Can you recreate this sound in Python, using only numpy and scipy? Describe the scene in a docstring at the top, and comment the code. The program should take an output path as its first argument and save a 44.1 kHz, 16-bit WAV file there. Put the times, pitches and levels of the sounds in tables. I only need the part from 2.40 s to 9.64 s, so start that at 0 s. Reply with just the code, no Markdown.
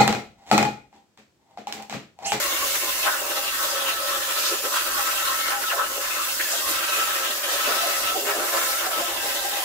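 """Plasma torch over a water table

In a workshop, a machine-guided torch cuts sheet steel above a slatted water table, the left side of the
stereo microphone a little nearer to it. The air jet hisses at the nozzle, rasps through the kerf and
roars in the hollow under the sheet. It howls and whistles on the kerf's resonances and flares where it
catches an edge. Slag crackles; air rumbles faintly on the microphone, and machinery hums."""
import sys
import numpy as np
from scipy import signal
from scipy.fft import rfft, irfft, next_fast_len
from scipy.io import wavfile
from scipy.ndimage import uniform_filter1d, map_coordinates

SR = 44100
rng = np.random.default_rng(int(sys.argv[2]) if len(sys.argv) > 2 else 0)


def digitize_waveform(pressure):
    """Quantize a signal to 16-bit integers and store it at the path in sys.argv[1].

    Rows of a 2-D input are taken as channels; values are limited to [-1, 1].
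    """
    field = np.atleast_2d(pressure).T
    bounded = np.clip(field, -1, 1)
    quanta = np.round(bounded * 32767).astype(np.int16)
    wavfile.write(sys.argv[1], SR, quanta)


N = 319284
TIME = np.arange(N) / SR
BIN_HZ = np.fft.rfftfreq(1024, 1 / SR)[:, None]  # rows of a short-time spectrum


def amp(db):
    """Decibels to gain."""
    return 10 ** (np.asarray(db) / 20)


def unit(x):
    """x at rms 1."""
    return x / np.sqrt(np.mean(x ** 2) + 1e-20)


def bell(x):
    """A Gaussian of height 1 and width 1."""
    return np.exp(-.5 * x ** 2)


def along(points, hz):
    """(f/Hz, value) points read on a log axis."""
    freqs, values = np.transpose(points)
    return np.interp(np.log(hz + 1), np.log(freqs + 1), values)


def curve(points, t=TIME):
    """(t/s, value) points read at times t."""
    return np.interp(t, *np.transpose(points))


def wobble(rate):
    """A smooth random curve, rate knots a second."""
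    knots = rng.standard_normal(int(N * rate / SR) + 4)
    return map_coordinates(knots, [TIME * rate])


def filtered(x, response):
    """x times a response of frequency."""
    n = x.shape[-1]
    padded = next_fast_len(n + SR // 8, True)
    return irfft(rfft(x, padded) * response(np.fft.rfftfreq(padded, 1 / SR)), padded)[..., :n]


def steady(x):
    """x with its slow changes of level evened out."""
    power = uniform_filter1d(np.mean(x ** 2, axis=0), size=SR // 8)
    return x / np.sqrt(np.abs(power) + 1e-12)


# resonances of the sheet, the table and the corner of the room: f/Hz, width/Hz, lift/dB
RESONANCES = [(276.5, 23.6, 9.5), (339, 48, 8.5), (414.5, 12, 9.5), (457, 21, 5.5), (540.8, 29, 14),
              (576.7, 18, 10.5), (621, 20, 9.5), (684, 17.5, 10.5), (752.5, 17, 10.5), (810, 26, 12),
              (942, 30, 8.5), (1031, 35, 9.5), (1079, 37, 5), (1138, 12, 7), (1202, 21, 5.5),
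              (1310.4, 24, 12), (1444, 38, 9), (1575, 79, 5.5), (1733, 28, 6.5), (1835, 56, 4.5),
              (2666, 210, 3.5), (2890, 150, 1)]
# likeness of left and right at the microphone: f/Hz, likeness (1 or more is mono)
STEREO_LIKENESS = [(200, 2.5), (260, 5), (340, 1.1), (450, 0.98), (750, 0.26), (1300, 0.29), (2000, 0.03),
                   (3000, 0.19), (5000, 0.09), (8000, 0.11), (15000, 0.12)]
# echoes off the side walls: delay/s
WALL_DELAYS = [.0047, .0113, .0171, .026]
# the walls' part in the left-right difference: f/Hz, share
WALL_ECHO_SHARE = [(300, 0.83), (1400, 1), (3000, 0.68), (6000, 0.044)]

def in_workshop(pair, colour):
    """Two noises as they reach the microphone: coloured, rung through the table, spread wide; rms 1."""
    def response(hz):
        lift_db = sum(db / (1 + (2 * (hz - centre) / width) ** 2) for centre, width, db in RESONANCES)
        spread = np.arccos(np.clip(along(STEREO_LIKENESS, hz), -1, 1)) / 2
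        share = np.clip(along(WALL_ECHO_SHARE, hz), 0, 1)
        echoes = sum(np.exp(-2j * np.pi * hz * delay) for delay in WALL_DELAYS)
        wall_path = np.sin(spread) * share * np.exp(1j * np.angle(echoes))
        diffuse_path = np.sin(spread) * np.sqrt(1 - share ** 2)
        return colour(hz) * amp(lift_db) * np.array([np.cos(spread), wall_path, diffuse_path])
    mid, echo, diffuse = filtered(pair[[0, 0, 1]], response)
    return unit(np.array([mid + echo + diffuse, mid - echo - diffuse]))


def rush(spectrum, pair):
    """Two noises shaped by (f/Hz, level/dB) points and heard across the workshop."""
    return in_workshop(pair, lambda hz: amp(along(spectrum, hz)))


def eddies(patchy_db, echo_db, colour_db=None):
    """Two patchy noises, combed by nearby reflections whose paths drift as the torch moves."""
    _, t, spectra = signal.stft(rng.standard_normal((2, N)), SR, nperseg=1024)
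    patches = rng.standard_normal(spectra.shape[1:])
    for _ in range(2):
        patches = uniform_filter1d(patches, size=16, axis=0)
        patches = uniform_filter1d(patches, size=3, axis=1)
    combs = np.zeros(spectra.shape)
    for comb in combs:
        for delay in rng.uniform(0.001503, .009, size=6):
            drift = .00012 * np.sin(2 * np.pi * (rng.uniform(0.1914, .7) * t + rng.random()))
            comb += np.cos(2 * np.pi * BIN_HZ * (delay + drift))
    gain_db = patchy_db * unit(patches) + echo_db * unit(combs) + (colour_db(t) if colour_db else 0)
    return signal.istft(spectra * amp(gain_db), nperseg=1024)[1][:, :N]


# moments when the jet catches on nothing: t/s, depth/dB, f/Hz, half length/s
JET_LULLS = [(0.838, 11, 3000, .031), (1.127, 9, 600, 0.027), (1.605, 4, 4800, .022),
             (2.198, 6.5, 1200, 0.031), (2.2, 2, 9000, 0.044), (2.298, 7, 2500, .016),
             (3.174, 5.5, 4800, 0.047), (3.199, 8, 1500, 0.018), (3.282, 5.5, 1010, 0.014),
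             (3.355, 7, 2000, 0.014), (3.434, 6, 7000, .03), (3.508, 7, 2200, 0.022),
             (3.593, 9, 3300, 0.0098), (3.92, 3, 1200, 0.034), (4.24, 7, 2300, 0.019),
             (5.02, -1, 4500, .025), (5.81, 12, 1460, 0.034), (6.335, 4.5, 546, 0.035),
             (6.495, 6, 2600, .016)]

def lull(hz, reach_octaves=0.82):
    """The dB that the part of the jet around hz loses in the lulls, at each sample."""
    return sum(db * bell(np.log2(hz / centre) / reach_octaves) * bell((TIME - s) / length)
               for s, db, centre, length in JET_LULLS)


# resonance of the gap under the torch: t/s, f/Hz
GAP_TUNING = [(0, 1120), (.5, 1090), (1.2, 1170), (1.9, 1260), (3.0, 1380), (3.2, 1460), (3.42, 1150),
              (3.85, 1290), (4.05, 1620), (4.24, 1230), (4.45, 1330), (5.35, 1260), (6.6, 1320),
              (6.78, 940), (7.24, 950)]

def gap_resonance(t, lift_db=7, octaves=0.14):
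    """The gap's peak shifts as the torch travels: its lift in dB over frequency and time."""
    detuning = np.log2((BIN_HZ + 1) / curve(GAP_TUNING, t))
    return lift_db / (1 + (detuning / octaves) ** 2)


# the jet from top to bottom; spectra: f/Hz, level/dB; levels before trim and flutter: t/s, level/dB
HISS_SPECTRUM = [(1000, -63), (3000, -5.5), (4800, 0), (6300, 1.5), (7700, 1), (8700, -3), (9800, -3),
                 (11600, 0.5), (13500, 0.5), (15500, -0.5)]  # at the nozzle
HISS_LEVEL = [(0.0, -25.5), (0.14, -27.5), (0.33, -24), (.62, -27), (.76, -29), (.94, -27), (1.1, -30),
              (1.26, -24.5), (1.42, -29), (2.03, -27), (2.25, -27.5), (2.42, -27.5), (2.92, -26.5),
              (3.45, -28.5), (3.7, -29), (4.05, -25.5), (4.3, -27.5), (4.84, -29), (5.45, -28.5),
              (5.62, -26), (5.9, -28.5), (6.3, -25.5), (6.68, -29.5), (7.24, -27.5)]
RASP_SPECTRUM = [(900, -27), (1700, -2.5), (2050, 0.5), (2350, -3.5), (2750, 0.5), (3600, 1), (4600, -4),
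                 (6500, -10), (12000, -17.5)]  # in the kerf
RASP_LEVEL = [(0, -28.5), (.2, -33), (1.3, -31.5), (2.05, -31), (2.25, -32), (2.55, -34.5), (2.8, -31),
              (3.1, -31.5), (3.55, -35.5), (3.95, -32.5), (4.5, -30), (5.0, -33.5), (5.3, -30.5),
              (5.7, -30), (6.05, -33.5), (6.55, -32), (6.8, -32), (7.24, -32.5)]
ROAR_SPECTRUM = [(300, -28), (700, -17), (900, -6.5), (1100, -1), (1300, 0), (1600, 0), (2000, -3.5),
                 (2600, -5.5), (5000, -10.5)]  # under the sheet
ROAR_LEVEL = [(0.0, -33), (0.55, -34), (1.12, -31), (1.28, -27.5), (2.16, -31), (2.6, -28.5), (2.85, -29),
              (3.4, -26.5), (3.52, -32), (4.28, -34.5), (4.4, -28.5), (4.76, -29), (4.96, -37.5),
              (5.28, -30.5), (6.03, -30), (6.17, -27.5), (6.33, -30), (6.56, -27.5), (6.8, -37),
              (7.08, -41.5), (7.24, -32.5)]
BOOM_SPECTRUM = [(100, -56), (170, -24), (220, -16.5), (255, -13.5), (298, -18.5), (335, -8.5), (490, -5.5),
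                 (600, -2.5), (800, -5.5), (875, -5), (1020, -6.5), (1300, -12), (2500, -20)]  # down between the slats
BOOM_LEVEL = [(0.0, -35), (0.55, -38), (0.85, -31), (1.16, -38), (1.4, -36), (1.7, -37.5), (2.25, -37),
              (2.5, -38), (3.0, -38.5), (3.12, -37.5), (3.9, -40), (4.12, -39), (4.45, -36.5), (4.7, -34),
              (5.0, -36), (5.48, -33), (5.64, -38.5), (5.8, -30.5), (6.15, -30.5), (6.35, -36), (6.6, -32),
              (7.24, -37)]

def jet():
    """Turbulent air hisses, rasps, roars and booms on its way through the sheet, shaken by the melt."""
    surge = wobble(rate=9)  # the melt builds up and is blown clear
    boom_waver = wobble(rate=18)
    melt = wobble(rate=45)
    sputter = wobble(rate=290)  # the arc's foot jumps about in the kerf
    hiss = rush(HISS_SPECTRUM, eddies(patchy_db=1.24, echo_db=3.0))
    rasp = steady(rush(RASP_SPECTRUM, eddies(patchy_db=2.5, echo_db=4.5)))
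    roar = steady(rush(ROAR_SPECTRUM, eddies(patchy_db=1.15, echo_db=4.0, colour_db=gap_resonance)))
    boom = steady(rush(BOOM_SPECTRUM, eddies(patchy_db=2.2, echo_db=2.2)))
    hiss_flicker = 0.23 * wobble(rate=33) + 0.29 * sputter
    hiss_db = curve(HISS_LEVEL) + 0.4 - lull(hz=8750) + 0.98 * surge + hiss_flicker
    rasp_db = curve(RASP_LEVEL) + 1.25 - lull(hz=3000) + 0.67 * surge + 1.1 * melt + .5 * sputter
    roar_db = curve(ROAR_LEVEL) + 0.35 - lull(hz=1300) + 1.2 * surge + 1.2 * melt + .5 * sputter
    boom_db = curve(BOOM_LEVEL) - 0.8 - lull(hz=554) + 0.71 * boom_waver + 1.5 * melt
    return amp(hiss_db) * hiss + amp(rasp_db) * rasp + amp(roar_db) * roar + amp(boom_db) * boom


# held resonances of the kerf or the slats: start/s, end/s, level/dB, f/Hz, width/Hz
HELD_HOWLS = [(0, 0.394, -45.5, 560, 50), (0, .55, -47, 1490, 70), (0, .5, -48, 1790, 80),
              (0, .45, -39, 2200, 130), (.2, 1.1, -42, 2680, 160), (1.25, 1.58, -42, 1800, 90),
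              (1.24, 1.517, -38.5, 560, 65), (1.3, 2.0, -47.5, 810, 70), (1.597, 1.79, -37, 560, 60),
              (1.663, 2.1, -48, 1870, 80), (1.86, 2.305, -42.5, 550, 60), (2.677, 3.182, -41, 3070, 220),
              (2.787, 3.175, -39, 1830, 69.5), (4.327, 5.4, -40.5, 1600, 80),
              (4.404, 4.694, -38.5, 2550, 130), (4.447, 5.46, -39, 1245, 90), (5.08, 5.32, -41, 3050, 110),
              (5.35, 6.7, -40.5, 676, 168), (6.55, 7.24, -48, 2980, 160), (6.698, 7.245, -38.5, 796, 55),
              (6.76, 7.24, -40.5, 1600, 65), (6.847, 7.24, -50, 1940, 70)]

def howls(attack_s=0.056, release_s=.07, waver_db=1.2):
    """The jet holds a resonance for a while: narrow, wavering noise that swells and fades."""
    out = np.zeros((2, N))
    for start, end, db, centre, width in HELD_HOWLS:
        hold = np.clip(np.minimum((TIME - start) / attack_s, (end - TIME) / release_s) + .5, 0, 1)
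        on = np.flatnonzero(hold)
        waver = wobble(rate=14)[on]
        band = lambda hz: 1 / (1 + (1.22 * (hz - centre) / width) ** 2)
        noise = in_workshop(rng.standard_normal((2, N))[:, on], band)
        out[:, on] += amp(db + waver_db * waver) * hold[on] * noise
    return out


# faint low rumble of air on the microphone: f/Hz, level/dB
RUMBLE_SPECTRUM = [(12, -29), (25, 3.5), (41, 0.5), (55, -3), (80, 0.5), (100, -4.5), (135, -35),
                   (165, -11.5), (200, -11), (260, -3.5), (330, 3.5), (500, -23)]

def rumble_and_hum(rumble_db=-56, hum_db=-68, hum_hz=67.7, follows_flow=1.2, fade_db_per_s=.5):
    """Air rumbles on the microphone, growing with the jet's flow and slowly receding; machinery hums."""
    flow_db = curve(HISS_LEVEL)
    waver_db = 4.0 * wobble(rate=6)
    swell_db = follows_flow * (flow_db - flow_db.mean()) + waver_db
    fade_db = fade_db_per_s * (TIME - TIME.mean())
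    rumble = unit(filtered(rng.standard_normal(N), lambda hz: amp(along(RUMBLE_SPECTRUM, hz))))
    hum = unit(np.sin(2 * np.pi * hum_hz * TIME + .6 * wobble(rate=2.76)))
    return amp(rumble_db + swell_db - fade_db) * rumble + amp(hum_db) * hum


def slag(per_s=90, level_db=-44, spread_db=4.5, decay_s=0.0004):
    """Droplets of molten steel burst and tick against the sheet and slats."""
    count = int(per_s * N / SR)
    ticks = np.zeros((2, N))
    onsets = rng.integers(N, size=count)
    sizes = amp(spread_db * np.minimum(rng.exponential(size=count), 4))
    t = np.arange(SR // 400) / SR
    samples = np.minimum(onsets[:, None] + np.arange(len(t)), N - 1)
    for train in ticks:
        bursts = sizes[:, None] * np.exp(-t / decay_s) * rng.standard_normal(samples.shape)
        train += np.bincount(samples.ravel(), bursts.ravel(), N)
    return amp(level_db) * rush([(800, -13.5), (2500, -11.0), (15000, -2.0)], ticks)


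def swells(rows, rise=0.99, fall=1.7, ring_db=-9, ring_t60_s=.3):
    """The jet swells around one pitch, rising faster than it fades, and the workshop rings on."""
    out = np.zeros((2, N + 2 * SR))  # a spare second at each end
    for s, db, centre, octaves, length in rows:
        t = np.arange(-2.5 * length, 3 * length + ring_t60_s / 2, 1 / SR)
        band = lambda hz: bell(np.log2((hz + 1) / centre) / octaves)
        noise = in_workshop(rng.standard_normal((2, len(t))), band)
        swell = bell(t / length / np.where(t < 0, rise, fall))
        ring = amp(ring_db - 60 * t / ring_t60_s) * (1 - swell) * (t > 0)
        start = SR + round((s + t[0]) * SR)
        out[:, start:start + len(t)] += amp(db) * np.hypot(swell, ring) * noise
    return out[:, SR:SR + N]


# whistles in the kerf: t/s, level/dB, f/Hz, half length/s
KERF_WHISTLES = [(0.074, -33, 1124, 0.038), (0.23, -28.5, 1125, 0.0084), (0.623, -31, 2590, .02),
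                 (1.311, -34, 4870, 0.015), (1.64, -37, 4950, 0.019), (2.375, -33, 3260, 0.016),
                 (2.58, -33.5, 1116, 0.041), (2.6, -38, 820, 0.02), (2.89, -29.5, 1084, 0.023),
                 (3.047, -34, 2160, 0.032), (3.15, -34.5, 810, 0.029), (4.069, -32.5, 1710, 0.018),
                 (4.551, -29, 2560, 0.027), (5.763, -29, 755, 0.012), (5.85, -36.5, 408, 0.063),
                 (5.905, -35, 2230, .018), (5.925, -31, 1740, 0.013), (6.468, -33, 735, .018),
                 (6.631, -35.5, 710, 0.015), (7.052, -31.5, 776, 0.016)]

def whistles(width_octaves=0.047):
    """The jet locks briefly on to one pitch of the kerf."""
    return swells([(s, db, hz, width_octaves, length) for s, db, hz, length in KERF_WHISTLES])


# flares along the cut: t/s, level/dB, f/Hz, width/octaves, half length/s
EDGE_FLARES = [(.445, -40, 370, 0.18, 0.011), (.64, -30, 3300, 0.43, 0.017), (.672, -30, 700, .35, .007),
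               (.677, -20.5, 1360, 0.5, 0.013), (.728, -26.5, 1500, 0.24, 0.024),
               (1.08, -31, 2800, 0.52, 0.015), (1.313, -34, 6000, 0.36, 0.018),
               (1.415, -31, 3460, 0.14, 0.013), (1.473, -29, 2850, .15, 0.015),
               (1.525, -33, 3950, .12, .015), (1.72, -29, 1220, 0.23, 0.019), (2.0, -30, 5500, 0.46, 0.016),
               (2.068, -25.5, 4770, 0.39, 0.02), (2.125, -33.5, 430, 0.29, .014),
               (2.252, -31.5, 477, 0.46, 0.013), (2.333, -28, 1200, 0.3, 0.011),
               (2.368, -23.5, 1330, 0.44, 0.0062), (2.376, -28.5, 2980, 0.55, 0.021),
               (2.885, -29, 1370, 0.2, 0.027), (3.124, -25.5, 1410, 0.64, 0.012),
               (3.245, -34, 1560, .2, .01), (3.272, -32, 3700, .1, .01), (3.305, -28, 2800, 0.17, .009),
               (3.32, -23.5, 1500, 0.4, 0.0086), (3.338, -29.5, 706, 0.36, .01),
               (3.385, -34, 504, 0.38, .018), (3.398, -22, 1280, 0.39, 0.015),
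               (3.58, -32.5, 505, 0.4, 0.012), (3.647, -30, 2020, 0.73, 0.011),
               (3.718, -30.5, 2570, 0.11, 0.011), (3.805, -27, 1200, 0.17, 0.013),
               (4.006, -23, 1910, 0.36, 0.0091), (4.12, -28, 6300, .5, 0.017),
               (4.145, -33.5, 610, 0.41, 0.013), (4.25, -31.5, 1107, 0.058, .015),
               (4.3, -26.5, 9000, 0.99, 0.014), (4.305, -38.5, 513, 0.86, .012),
               (4.865, -29, 2930, 0.25, 0.019), (5.125, -27.5, 4100, 0.82, 0.02),
               (5.13, -31, 596, 0.58, 0.019), (5.255, -29, 2700, 0.42, 0.017),
               (5.288, -29, 543, 0.39, 0.015), (5.3, -29.5, 1270, 0.32, 0.02),
               (5.445, -31, 693, 0.14, 0.022), (5.68, -30, 3030, 0.25, 0.019),
               (5.69, -29, 1300, 0.062, .028), (5.768, -35, 423, 0.18, .013),
               (5.897, -24.5, 1500, 0.76, 0.014), (5.935, -29.5, 670, 0.19, 0.018),
               (6.15, -32, 630, 0.18, 0.023), (6.19, -33.5, 1850, 0.29, 0.051),
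               (6.446, -30, 1430, 0.77, 0.015)]

def flares():
    """The jet catches an edge of the kerf and throws out a burst of noise."""
    return swells(EDGE_FLARES)


def scene():
    """Everything heard from beside the cutting table."""
    return jet() + howls() + flares() + whistles() + slag() + rumble_and_hum()


# colour of the microphone's two ports: f/Hz, left minus right/dB
PORT_BALANCE = [(350, -2.5), (440, -2), (540, -0.5), (900, 2), (1250, -2), (1800, 3.5), (2150, 2),
                (2550, 3), (3000, -0.5), (4200, -1.5), (6300, 2), (8150, 1), (9200, -2.5), (11000, -4.5),
                (14000, -0.5), (15500, -2)]

def record(dry, lead_s=.00012, top_hz=15660):
    """A band-limited stereo microphone; the left port, nearer the torch, gets the treble first."""
    side = np.array([[.5], [-.5]])
    def ports(hz):
        balance = amp(side * along(PORT_BALANCE, hz))
        treble_lead = np.exp(2j * np.pi * hz * side * lead_s * (hz > 2000))
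        return balance * treble_lead * (hz < top_hz)
    return filtered(dry, ports)


dry = scene()
out = record(dry)
digitize_waveform(out)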